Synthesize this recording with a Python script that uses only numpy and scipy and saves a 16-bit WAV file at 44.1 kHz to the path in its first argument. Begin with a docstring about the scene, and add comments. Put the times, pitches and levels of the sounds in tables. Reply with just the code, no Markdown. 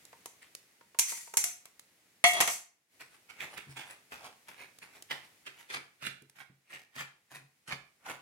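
"""A fork beats eggs about three times a second, tines stick-slipping through starch along a softly booming basin.
First the eggs are tipped in from a small steel pot, heard as dull hollow knocks; its wire handles flop and clink.
The pot is set down on something hard, rings as a sum of dying modes and rocks flat in a run of tiny slips.
Touches are coloured noise bursts; a small tiled kitchen answers with dense reflections.
Background hiss is turned down by the recorder after the loud blow, then let back up."""
import sys
import numpy as np
from scipy import signal
from scipy.fft import rfft, irfft
from scipy.io import wavfile

SR = 44100
rng = np.random.default_rng(int(sys.argv[2]) if len(sys.argv) > 2 else 0)


def digitize_waveform(pressure):
    """Quantize a signal to 16-bit integers and store it at the path in sys.argv[1].

    Rows of a 2-D input are taken as channels; values are limited to [-1, 1].
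    """
    field = np.atleast_2d(pressure).T
    bounded = np.clip(field, -1, 1)
    quanta = np.round(bounded * 32767).astype(np.int16)
    wavfile.write(sys.argv[1], SR, quanta)


N = 362061
T = np.arange(SR // 2) / SR  # time since a blow [s]


def amp(db):
    """Decibels to gain."""
    return 10 ** (np.asarray(db) / 20)


def evened(x):
    """Scales to rms 1."""
    return x / np.sqrt(np.mean(x ** 2) + 1e-20)


def read(points, hz):
    """Interpolates a table on a log-frequency axis."""
    table_hz, value = np.transpose(points)
    return np.interp(np.log(hz + 1), np.log(table_hz + 1), value)


def sides(left_right_db):
    """Left and right gains for a level difference, at constant power."""
    return evened(amp([[left_right_db / 2], [-left_right_db / 2]]))


def fade(t60_s):
    """Exponential decay after a blow."""
    return np.exp(-np.log(1000) * T / max(t60_s, 1e-3))


def add(mix, start_s, sound):
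    """Mixes a sound in at a start time."""
    part = mix[:, max(round(start_s * SR), 0):][:, :sound.shape[1]]
    part += sound[:, :part.shape[1]]


# left-right likeness of noise: (frequency [Hz], correlation [0-1])
LIKENESS = [(130, .88), (700, .75), (1500, .05)]


def noise(colour, size=len(T), centre_hz=1, focus_db=0):
    """Coloured stereo noise, alike in the bass; focus_db is its fall an octave from centre_hz."""
    hz = np.fft.rfftfreq(size, 1 / SR)
    left, other = rfft(rng.standard_normal((2, size)))
    same = np.clip(read(LIKENESS, hz), -1, 1)
    right = same * left + np.sqrt(1 - same ** 2) * other
    octaves = np.log2((hz + 1) / centre_hz)
    fall_db = focus_db * 2 * octaves ** 2 / (1 + octaves ** 2)
    gain = amp(read(colour, hz) - fall_db)
    return evened(irfft(np.array([left, right]) * gain, size))


def ring(modes, length=1, side=((1, 0),), split=.025, twin_db=-6):
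    """Dying modes of alternating sign; high ones have a faint twin and reach the two ears out of step."""
    out = np.zeros((2, len(T)))
    for k, (hz, db, t60_s) in enumerate(modes):
        high = hz > 1500
        lag, twin_lag = rng.uniform(-np.pi, np.pi, (2, 2, 1)) * high
        twin_hz = hz * (1 + split * rng.uniform(-1, 1))  # the metal is not quite round
        tone = np.sin(2 * np.pi * hz * T + lag)
        tone = tone + high * amp(twin_db) * np.sin(2 * np.pi * twin_hz * T + twin_lag)
        out += (-1) ** k * amp(db) * sides(read(side, hz)) * fade(t60_s * length) * tone
    return out / np.sqrt(sum(amp(mode[1]) ** 2 for mode in modes) / 2)


def slips(peak_s, rise_s, fall_s, grain, per_s, spread_db):
    """A swelling and fading run of tiny slips, each sounding the grain; gives (start [s], sound)."""
    rise_s, fall_s = max(rise_s, 1e-3), max(fall_s, 1e-3)
    t = T - 2 * rise_s
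    size_db = spread_db * np.minimum(rng.exponential(1, len(T)), np.pi)
    size = amp(size_db) * rng.choice([-1, 1], len(T))
    clicks = evened(size * (rng.random(len(T)) < per_s / SR))
    force = 10 ** -np.minimum(np.maximum(-t / rise_s, t / fall_s) ** 1.15, 10)  # -20 dB at rise_s, fall_s
    grain = grain[:, :SR // 10] / np.linalg.norm(grain[0])
    return peak_s - 2 * rise_s, signal.fftconvolve((clicks * force)[None], grain, axes=1)


# eggs slide into the starch: (time [s], level [dB], 20 dB swell [s], 20 dB fade [s])
EGGS_LAND = (.424, -53, .012, .04)
# jabs through dry starch to the basin, then drags back:
# (time [s], jab level [dB], 20 dB jab fade [s], drag level [dB])
JABS = [(3.008, -47, .045, -62), (3.299, -50, .05, -41), (3.406, -42, .09, -50), (3.577, -44, .075, -56),
        (3.772, -41, .1, -48), (4.121, -44, .1, -46), (4.485, -46, .065, -48), (4.825, -49, .06, -54),
        (5.112, -33, .055, -58), (5.469, -41, .035, -54)]
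# eggs broken, one swell a turn: (peak time [s], level [dB], 20 dB swell or fade [s], basin boom [dB])
SWEEPS = [(5.746, -31, .04, -72), (6.066, -35, .04, -52), (6.405, -51, .042, -75), (6.748, -45, .06, -70),
          (7.003, -36, .046, -53), (7.358, -44, .042, -57), (7.723, -35, .032, -50),
          (8.104, -37, .055, -68)]
STRIKE_REL_JAB_DB, STRIKE_FALL_S = -4, .012  # tines' first contact with the basin
JAB_RISE_S = .014
DRAG_LAG_S, DRAG_RISE_S, DRAG_FALL_S, DRAG_PITCH_RATIO = .138, .075, .05, .86
BITE_LEAD_S, BITE_REL_SWEEP_DB, BITE_FALL_S = .042, -9, .05  # tines bite before each sweep peaks


def pushes():
    """Eggs land, then strike-jab-drag or bite-sweep turns: (peak s, dB, swell s, fade s, pitch ratio)."""
    yield *EGGS_LAND, 1
    for s, db, fall_s, drag_db in JABS:
        yield s, db + STRIKE_REL_JAB_DB, STRIKE_FALL_S / 2, STRIKE_FALL_S, 1
        yield s, db, JAB_RISE_S, fall_s, 1
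        yield s + DRAG_LAG_S, drag_db, DRAG_RISE_S, DRAG_FALL_S, DRAG_PITCH_RATIO
    for s, db, swell_s, _ in SWEEPS:
        yield s - BITE_LEAD_S, db + BITE_REL_SWEEP_DB, JAB_RISE_S, BITE_FALL_S, 1
        yield s, db, swell_s, swell_s, 1


# centre and narrowness of the rasp over time:
# (time [s], centre at a PUSH_REF_DB push [Hz], fall an octave off centre [dB])
RASP_FOCUS = [(3.2, 2400, 7), (4.3, 1650, 6), (5.2, 2450, 7), (6.1, 2250, 7), (7.35, 1900, 7),
              (7.7, 1600, 6), (8.1, 1280, 13)]
# colour of the rasp: (frequency [Hz], level [dB])
RASP_COLOUR = [(40, -28), (140, -4), (400, -1), (560, -9), (780, 6), (1150, -3), (1600, 1), (2300, 2),
               (3300, -3), (5000, -9), (16000, -36)]
# colour of crunching starch: (frequency [Hz], level [dB])
CRUNCH_COLOUR = [(1500, -20), (4000, -3), (10000, 0), (16000, -14)]
PUSH_REF_DB, OCTAVES_PER_DB = -42, .014  # a harder push rasps higher


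def fork(rasp_db=-.7, crunch_db=-26, crunch_growth=.64, lump_db=-3):
    """Tines stick-slip on the gritty wall and crack lumps; the starch crunches, growing less with force."""
    out = np.zeros((2, N))
    times_s, centres_hz, focuses_db = np.transpose(RASP_FOCUS)
    for s, db, rise_s, fall_s, pitch in pushes():
        hz = pitch * np.interp(s, times_s, centres_hz) * 2 ** (OCTAVES_PER_DB * (db - PUSH_REF_DB))
        focus_db = np.interp(s, times_s, focuses_db)
        crunch_gain = amp(crunch_growth * db + crunch_db)
        rasp_grain = noise(RASP_COLOUR, centre_hz=hz, focus_db=focus_db) * fade(.013)
        start_s, rasp = slips(s, rise_s, fall_s, rasp_grain, per_s=1500, spread_db=4)
        add(out, start_s, amp(db + rasp_db) * sides(-2.5) * rasp)
        # sparse wet lumps, each a small tick
        lump_grain = noise(CLATTER_COLOUR) * fade(.005)
        start_s, lumps = slips(s, rise_s, 2 * fall_s, lump_grain, per_s=110, spread_db=2.5)
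        add(out, start_s, crunch_gain * amp(lump_db) * lumps)
        crunch_grain = noise(CRUNCH_COLOUR) * fade(.005)
        start_s, crunch = slips(s, rise_s, fall_s, crunch_grain, per_s=1600, spread_db=4)
        add(out, start_s, crunch_gain * crunch)
    return out


# basin bumps on its seat: (time [s], level [dB], thud centre [Hz])
BUMPS = [(3.667, -49, 170), (3.688, -48, 90), (3.756, -55, 110), (5.78, -49, 400), (6.217, -53, 300),
         (6.495, -57, 140), (7.41, -58, 140)]
# basin modes: (frequency [Hz], level [dB], t60 [s])
BASIN_MODES = [(137, 0, .3), (268, -10, .15)]
# colour of a thud: (frequency [Hz], level [dB])
THUD_COLOUR = [(30, -24), (100, 0), (450, 0), (3000, -65)]
THUD_REL_PUSH_DB, THUD_HZ, BOOM_HZ = -16, 340, 185


def basin(thud_t60_s=.11, boom_db=-3, attack_s=.004):
    """Pushes and bumps jog the basin: a dull thud, and a boom of its modes that low pushes feed best."""
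    out = np.zeros((2, N))
    thuds = [(s, db + THUD_REL_PUSH_DB, THUD_HZ) for s, db, _, _ in list(JABS) + list(SWEEPS)]
    booms = [(s - lead_s, db, BOOM_HZ) for s, _, _, db in SWEEPS for lead_s in (BITE_LEAD_S, 0)]
    for s, db, hz in list(BUMPS) + thuds + booms:
        thud = noise(THUD_COLOUR, centre_hz=hz, focus_db=12) * fade(thud_t60_s)
        boom = amp(boom_db) * min(BASIN_MODES[0][0] / hz, 1) * ring(BASIN_MODES)
        add(out, s, amp(db) * (thud + boom) * (1 - np.exp(-T / attack_s)))
    return out


# pot meets a hard thing: (time [s], ring level [dB], clatter level [dB],
# ring time as share of the free pot's [ratio], jolted handles' clink level [dB])
POT_BLOWS = [(1.4405, -47, -54, .9, -20), (1.656, -60, -60, .3, -55), (2.2402, -13.5, -22, .8, -24),
             (2.4035, -25, -20, .4, -30), (2.4755, -32, -29, .45, -24)]
# steel pot modes, lowest a beating pair: (frequency [Hz], level [dB], free t60 [s])
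POT_MODES = [(699, 0, .33), (712, -3, .33), (1228, -17, .3), (1886, -8, .36), (1993, -8, .4),
             (2124, -3, .15), (2209, -2, .34), (2736, -12, .42), (2809, -14, .45), (3160, -16, .3),
             (3319, -7, .3), (4325, -10, .2), (5836, -13, .22), (6364, -14, .2), (9227, -6, .06)]
# where the modes radiate: (frequency [Hz], left-right difference [dB])
POT_SIDE = [(700, 8), (2200, -3), (4400, 5)]
# colour of clatter: (frequency [Hz], level [dB])
CLATTER_COLOUR = [(40, -28), (130, -19), (480, -11), (700, 0), (1150, 1), (1600, -7), (2100, 0),
                  (4400, -10), (16000, -32)]
# dull knocks while the hand damps the pot: (time [s], level [dB])
KNOCKS = [(.1293, -47), (.2585, -46), (.8102, -52), (.9465, -48), (1.1215, -40), (1.176, -49),
          (1.2747, -49), (1.3382, -38)]
# colour of a knock: (frequency [Hz], level [dB])
KNOCK_COLOUR = [(60, -24), (350, -6), (1000, 0), (2100, -5), (3500, -15), (16000, -32)]
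# modes of the pot's hollow before retuning: (frequency [Hz], level [dB], t60 [s])
HOLLOW_MODES = [(926, 0, .13), (1050, -5, .08)]
FLOP_KNOCK_DB = -38


def pot(clatter_t60_s=.14, knock_t60_s=.04, hollow_db=-10, grip_spread=.025):
    """Set-down blows ring the steel modes and clatter; in the hand only knocks and the hollow sound."""
    out = np.zeros((2, N))
    for s, ring_db, clatter_db, length, _ in POT_BLOWS:
        steel = amp(ring_db) * ring(POT_MODES, length, POT_SIDE)
        clatter = amp(clatter_db) * noise(CLATTER_COLOUR) * fade(clatter_t60_s)
        add(out, s, steel + clatter)
    flop_knocks = [(flop[0] + REBOUND_LAG_S / 2, FLOP_KNOCK_DB) for flop in FLOPS]
    for s, db in list(KNOCKS) + flop_knocks:
        shift = 1 + grip_spread * rng.standard_normal()  # grip and tilt retune the hollow
        hollow = ring([(hz * shift, level_db, t60_s) for hz, level_db, t60_s in HOLLOW_MODES])
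        knock = noise(KNOCK_COLOUR) * fade(knock_t60_s)
        add(out, s, amp(db) * (knock + amp(hollow_db) * hollow))
    return out


def rolling(peak_s=2.37, db=-31, rise_s=.1, fall_s=.11, ring_db=2):
    """After its loudest ring the pot grinds on the edge of its base in tiny slips until it lies flat."""
    out = np.zeros((2, N))
    grain = noise(CLATTER_COLOUR) * fade(.05) + amp(ring_db) * ring(POT_MODES, .3, POT_SIDE)
    add(out, *slips(peak_s, rise_s, fall_s, grain, per_s=500, spread_db=2))
    touch_s = max(POT_BLOWS, key=lambda blow: blow[1])[0]
    touching = np.arange(N) / SR > touch_s
    return amp(db) * out * touching


# handle flops on the pot, rebounds, chatters:
# (time [s], strike level [dB], rebound level [dB], chatter level [dB], 20 dB chatter fade [s])
FLOPS = [(.9883, -18, -14, -37, .19), (1.3703, -15, -21, -46, .1), (2.4035, -22, -16, -33, .07)]
# single light handle touches: (time [s], level [dB])
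TOUCHES = [(.2595, -42), (1.102, -33), (1.3385, -37), (2.311, -35), (2.335, -29)]
# wire handle modes: (frequency [Hz], level [dB], t60 [s])
HANDLE_MODES = [(2110, -10, .2), (5847, -6, .2), (6151, -2, .22), (6195, -1, .26), (7250, 0, .2),
                (7530, -1, .22), (9260, -3, .18), (10010, -3, .14)]
# colour of a clink: (frequency [Hz], level [dB])
CLINK_COLOUR = [(100, -38), (1400, -17), (2200, -5), (3300, -12), (5000, -8), (6200, 0), (11000, -3),
                (16000, -18)]
REBOUND_LAG_S, CHATTER_LAG_S, CHATTER_RISE_S = .006, .105, .07
BUZZ_REL_RING_DB, BUZZ_RISE_S, BUZZ_FALL_S = -17, .012, .08  # handles buzz on the ringing pot


def handles(crack_t60_s=.036, ring_db=-15):
    """Loose wire handles snap against the pot, ring, and chatter to rest."""
    out = np.zeros((2, N))
    clinks, chatters = list(TOUCHES), []
    for s, db, rebound_db, chatter_db, fall_s in FLOPS:
        clinks += [(s, db), (s + REBOUND_LAG_S, rebound_db)]
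        chatters.append((s + CHATTER_LAG_S, chatter_db, CHATTER_RISE_S, fall_s))
    for s, pot_db, _, _, clink_db in POT_BLOWS:
        clinks.append((s, clink_db))
        chatters.append((s + 2 * BUZZ_RISE_S, pot_db + BUZZ_REL_RING_DB, BUZZ_RISE_S, BUZZ_FALL_S))
    for s, db in clinks:
        crack = noise(CLINK_COLOUR) * fade(crack_t60_s)
        add(out, s, amp(db) * (crack + amp(ring_db) * ring(HANDLE_MODES)))
    for s, db, rise_s, fall_s in chatters:
        grain = noise(CLINK_COLOUR) * fade(.06)
        start_s, rattle = slips(s, rise_s, fall_s, grain, per_s=900, spread_db=3)
        add(out, start_s, amp(db) * rattle)
    return out


# short dry ticks of steel: (time [s], level [dB])
TICKS = [(.0522, -44), (.2582, -34), (.5508, -34), (1.6555, -42), (1.795, -41), (3.5773, -40),
         (4.7868, -45), (5.0238, -39), (6.2215, -52), (6.2976, -50)]
# colour of a tick: (frequency [Hz], level [dB])
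TICK_COLOUR = [(150, -14), (700, -6), (9000, 0), (16000, -9)]


def ticks(t60_s=.018):
    """Light touches of steel, too damped to ring: short noise bursts."""
    out = np.zeros((2, N))
    for s, db in TICKS:
        add(out, s, amp(db) * noise(TICK_COLOUR) * fade(t60_s))
    return out * sides(-3)


# room decay: (frequency [Hz], t60 [s])
ROOM_T60 = [(100, .4), (2000, .37), (7000, .32), (15000, .24)]


def kitchen(sent, build_s=.008):
    """Dense reflections from tiles: a noise tail, each band dying at its own speed."""
    hz, t, bands = signal.stft(noise([(1, 0)]), SR)
    decay = np.exp(-np.log(1000) * t / read(ROOM_T60, hz)[:, None])
    tail = signal.istft(bands * decay, SR)[1][:, :len(T)]
    tail *= 1 - np.exp(-(T / build_s) ** 2)
    return signal.fftconvolve(sent, tail / np.linalg.norm(tail[0]), axes=1)[:, :N]


# colour of the hiss: (frequency [Hz], level [dB])
HISS_COLOUR = [(25, -16), (70, -3), (120, 2), (300, 1), (1000, -5), (1500, -3), (2000, 2), (3200, -4),
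               (10000, -6), (16000, -12)]
# hiss as the recorder turns it down and lets it back up: (time [s], level [dB])
HISS_LEVEL = [(0, -62), (.9, -68), (2.2, -68), (2.6, -77), (2.88, -79), (2.94, -67), (5.3, -65), (6.5, -76),
              (8.21, -72)]


def hiss():
    """Background hiss: coloured noise turned down by the recorder after the loud blow, then let back up."""
    level_db = np.interp(np.arange(N) / SR, *np.transpose(HISS_LEVEL))
    return noise(HISS_COLOUR, size=N) * amp(level_db)


def scene():
    """Sums the sources, each with its own share of the room."""
    scrape, boom = fork(), basin()
    steel, clinks, light = pot() + rolling(), handles(), ticks()
    sent = amp(-8) * scrape + amp(-11) * (boom + steel + light) + amp(-5.5) * clinks
    return scrape + boom + steel + clinks + light + kitchen(sent) + hiss()


def record(dry, low_cut_hz=70, edge_hz=16100):
    """A high-pass keeps the mix free of deep bass; then a linear-phase low-pass limits the band."""
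    high_pass = signal.butter(2, low_cut_hz, "highpass", fs=SR, output="sos")
    thin = signal.sosfilt(high_pass, dry)
    low_pass = signal.firwin(511, edge_hz, window=("kaiser", 9), fs=SR)
    return signal.oaconvolve(thin, low_pass[None], "same")


dry = scene()
out = record(dry)
digitize_waveform(out)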